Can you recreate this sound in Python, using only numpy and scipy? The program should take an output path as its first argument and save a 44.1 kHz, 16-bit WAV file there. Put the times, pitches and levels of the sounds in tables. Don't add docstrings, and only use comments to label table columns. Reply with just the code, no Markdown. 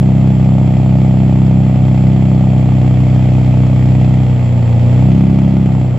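import sys
import numpy as np
from scipy import signal
from scipy.fft import rfft, irfft
from scipy.io import wavfile
from scipy.ndimage import uniform_filter1d

SR = 44100
rng = np.random.default_rng(int(sys.argv[2]) if len(sys.argv) > 2 else 0)


def master_out(mix):
    frames = np.transpose(np.atleast_2d(mix))
    ceiling = np.clip(frames, -1, 1)
    pcm = np.round(ceiling * 32767).astype(np.int16)
    wavfile.write(sys.argv[1], SR, pcm)


N = 263718
T = np.arange(N) / SR
IDLE_HZ = 32.25

# time in seconds, firing rate of one bank in Hz.
FIRING_RATE = [(0.0, 32.53), (0.8, 32.21), (1.5, 32.5), (1.85, 32.02), (2.2, 32.49), (2.9, 31.71),
               (3.85, 31.63), (4.17, 31.98), (4.68, 29.39), (4.85, 29.71), (5.17, 33.33), (5.56, 33.41),
               (5.98, 30.61)]
def engine(throttle_span_hz=1.3):
    hz, = curves(FIRING_RATE)
    throttle = np.tanh((hz - IDLE_HZ) / throttle_span_hz)
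    effort = uniform_filter1d(np.gradient(hz) * SR, size=SR // 5)
    return hz, throttle, effort


# multiple of the firing rate, then level in dB with the throttle shut,
# eased, at idle and pulling.
BOOM_ORDERS = [(2, -24.5, -18.5, -19.5, -19), (3, -15.5, -14.0, -14.0, -13.5), (4, -6.5, -6.5, -7.5, -11),
               (5, -27, -17, -14.0, -11), (6, -21, -16, -12.5, -10), (7, -25.5, -21.5, -22.5, -24),
               (8, -21.0, -24, -22.0, -18), (9, -34.5, -22, -24.5, -23.5), (10, -52.5, -34.5, -31.5, -27.5),
               (11, -36.5, -30.5, -28.5, -29.5)]
def silencer_boom(turn, throttle, even_lead=0.045, odd_lag=0.061, waver_db=0.45, own_waver_db=0.13):
    shared_db = waver_db * walk(22)
    crest = turn - .43
    throttle_states = [-1, -.4, 0, 1]
    boom = 0
    for order, *states_db in BOOM_ORDERS:
        gain = np.interp(throttle, throttle_states, undb(states_db))
        gain *= undb(shared_db + own_waver_db * walk(3.9))
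        lag_cycles = odd_lag * (order - 3) if order % 2 else -even_lead
        sign = -1 if order <= 2 else 1
        boom += sign * gain * np.cos(2 * np.pi * (order * crest - lag_cycles))
    return boom


# pitch in Hz, bandwidth in Hz, level in dB.
PIPE_MODES = [(349, 53, -6.5), (453.4, 10, -6), (478, 22, -2), (594.4, 44, 6.5), (656, 12, -6.5),
              (671.4, 29, -2), (734, 15, 0.5), (724, 81, -10.5), (842, 20, -2)]
# pitch in Hz, bandwidth in Hz, level in dB.
BACKFLOW_MODES = [(390, 13, -0.5), (504, 71, 1), (598, 35, -2), (805, 35, -6)]
# place in the turn from 0 to 1, level in dB.
BACKFLOW_SLAPS = [(.12, -1), (.4, 0), (.66, -4)]
# place in the cycle of three turns, bark level in dB, puff level in dB.
FIRING_ORDER = [(.38, -9, -4), (.856, .5, 1.5), (1.38, -8, -6), (1.856, -1, -2), (2.38, -9, -1),
                (2.856, 0, 0)]
def tailpipe_bark(turn, throttle, pull_cut_db=2.0, muffle_hz=920):
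    pulses = sum(undb(db) * firings(turn, place, every=3, scatter_db=.9, jitter_s=.00003)
                 for place, db, _ in FIRING_ORDER)
    slaps = sum(undb(db) * firings(turn, place, every=1, scatter_db=1.6, jitter_s=.00007)
                for place, db in BACKFLOW_SLAPS)
    shut = np.clip(-throttle, 0, 1) ** 2
    strength = undb(-pull_cut_db * throttle)
    barks = level(ring(pulses * (1 - 0.59 * shut) * strength, PIPE_MODES), db=-30)
    backflow = level(ring(slaps * shut, BACKFLOW_MODES), db=-38)
    eddies = rng.standard_normal(N) * gas_puffs(turn, decay_s=0.012, steady=1.0) * strength
    rasp = level(ring(eddies, PIPE_MODES), db=-38)
    packing = signal.butter(6, muffle_hz, fs=SR, output="sos")
    return signal.sosfilt(packing, barks + backflow + rasp)


def gas_puffs(turn, decay_s, steady):
    pulses = sum(undb(db) * firings(turn, place, every=3, scatter_db=1.8, jitter_s=.0003)
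                 for place, _, db in FIRING_ORDER)
    age = T[:SR // 20] / decay_s
    puff = 2 * np.sqrt(age) * np.exp(-age)
    return steady + signal.fftconvolve(pulses, puff)[:N]


# frequency in Hz, gain in dB.
RUMBLE_EQ = [(20, -23), (55, -21), (110, -11), (170, -0.5), (260, -9.5), (330, -14.5), (440, -16.5),
             (600, -18.5), (850, -17.5), (1000, -29.5), (1200, -26), (1600, -41.5), (4000, -79)]
def flow_rumble(turn):
    surge = gas_puffs(turn, decay_s=0.0029, steady=0.76)
    return level(colour(wide_noise(side_db=-10.5) * surge, RUMBLE_EQ), db=-24)


# frequency in Hz, gain in dB.
HISS_EQ = [(590, -12.5), (1000, -16.5), (1190, -3.5), (1730, -5), (1960, 0.5), (2260, 0), (2720, -2),
           (2910, -7), (3150, -3.5), (3310, -3), (3700, -13), (5240, -16), (6110, -20.5), (6900, -16.5),
           (8970, -31.5), (15200, -120)]
# time in seconds, gain in dB.
HISS_RIDE = [(0, -40), (2.5, -39.5), (3.2, -38), (4.3, -38.5), (5.7, -40)]
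def gas_hiss(turn, swell_db):
    surge = gas_puffs(turn, decay_s=0.0034, steady=0.84)
    pan = undb([[-1.6], [1.3]])
    hiss = level(colour(wide_noise(side_db=-5.5) * surge, HISS_EQ), db=0) * pan
    grains = wide_noise(side_db=-17) * undb(2.4 * np.minimum(rng.exponential(size=N), 8)) * surge
    spit = colour(grains, [(1500, -2.5), (4500, 9.5), (7500, -18.5), (9000, -3.5), (14500, -8.0)])
    ride_db, = curves(HISS_RIDE)
    return (hiss + level(spit, db=-15)) * undb(ride_db + swell_db)


def pump_whine(hz, throttle, effort, base_hz=7393, rise_hz_per_hz=37, base_db=-57, duck_db=5):
    sag_hz = lagging(np.maximum(IDLE_HZ - hz, 0), lag_s=0.3)
    pitch = base_hz + rise_hz_per_hz * sag_hz + 4 * walk(30)
    duck = np.clip(throttle / 0.46, 0, 1) ** 2
    db = base_db + 0.07 * effort * (1 - duck) - duck_db * duck + 1.5 * walk(43)
    phase = 2 * np.pi * np.cumsum(pitch) / SR
    octave = undb(-16.5) * np.sin(2 * phase)
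    return np.sqrt(2) * undb(db) * (np.sin(phase) + octave)


def standing_waves(boom):
    side = colour(boom, [(64, -26), (128, -16.5), (190, -25), (230, -10), (280, -9.5), (360, -6),
                         (600, -30), (1500, -90)])
    return np.imag(signal.hilbert(side)) * np.array([[1], [-1]])


def garage(x, t60_s, wet_db, damp_hz):
    t = T[:SR // 2]
    tail = rng.standard_normal((2, len(t))) * undb(-60 * t / t60_s) * (t > .005)
    tail /= np.sqrt(np.sum(tail[0] ** 2))
    tail = signal.sosfilt(signal.butter(1, damp_hz, fs=SR, output="sos"), tail)
    x = np.broadcast_to(x, (2, N))
    return x + undb(wet_db) * signal.fftconvolve(x, tail, axes=1)[:, :N]


def firings(turn, place, every, scatter_db, jitter_s):
    slip, accent = rng.standard_normal((256, 2)).T
    times = np.interp(every * np.arange(len(slip)) + place, turn, T, right=np.inf) + jitter_s * slip
    heard = (times > 0) & (times < T[-1])
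    return np.bincount((times[heard] * SR).astype(int), undb(scatter_db * accent[heard]), N)


def ring(x, modes):
    return sum(undb(db) * signal.lfilter(*signal.iirpeak(hz, hz / width, fs=SR), x)
               for hz, width, db in modes)


def colour(x, points):
    hz, db = np.transpose(points)
    bins_hz = np.maximum(np.arange(N // 2 + 1) * SR / N, 1)
    return irfft(rfft(x) * undb(np.interp(np.log(bins_hz), np.log(hz), db)), N)


def wide_noise(side_db):
    mid, side = rng.standard_normal((2, N))
    return mid + undb(side_db) * side * np.array([[1], [-1]])


def walk(rate_hz):
    rolloff = np.exp(-(np.arange(N // 2 + 1) * SR / N / rate_hz) ** 2)
    return level(irfft(rfft(rng.standard_normal(N)) * rolloff, N), db=0)


def lagging(x, lag_s):
    keep = np.exp(-1 / (lag_s * SR))
    return signal.lfilter([1 - keep], [1, -keep], x)


def curves(table):
    times, *columns = np.transpose(table)
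    return [np.interp(T, times, column) for column in columns]


def level(x, db):
    return x * undb(db) / np.sqrt(np.mean(x ** 2))


def undb(db):
    return 10 ** (np.asarray(db) / 20)


def scene(fade_start_s=5.76, fade_db_per_s=16.5):
    hz, throttle, effort = engine()
    hunting = .0025 * walk(6)
    turn = np.cumsum(hz) / SR + hunting
    fade_db = -fade_db_per_s * np.maximum(T - fade_start_s, 0)
    effort_db = effort * np.where(effort < 0, 0.19, 0.103)
    drive = undb(-0.2 + effort_db + fade_db)
    boom = silencer_boom(turn, throttle) * drive
    barks = garage(tailpipe_bark(turn, throttle) * drive, t60_s=.2, wet_db=-9, damp_hz=3000)
    hiss = gas_hiss(turn, swell_db=0.13 * effort + fade_db / 2)
    hiss = garage(hiss, t60_s=0.071, wet_db=-8.5, damp_hz=4130)
    return boom + barks + flow_rumble(turn) + hiss + pump_whine(hz, throttle, effort) + standing_waves(boom)


def record(dry, top_hz=15100):
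    rounded = dry / (1 + dry ** 12) ** (1 / 12)
    return signal.sosfilt(signal.ellip(8, .2, 70, top_hz, fs=SR, output="sos"), rounded)


dry = scene()
out = record(dry)
master_out(out)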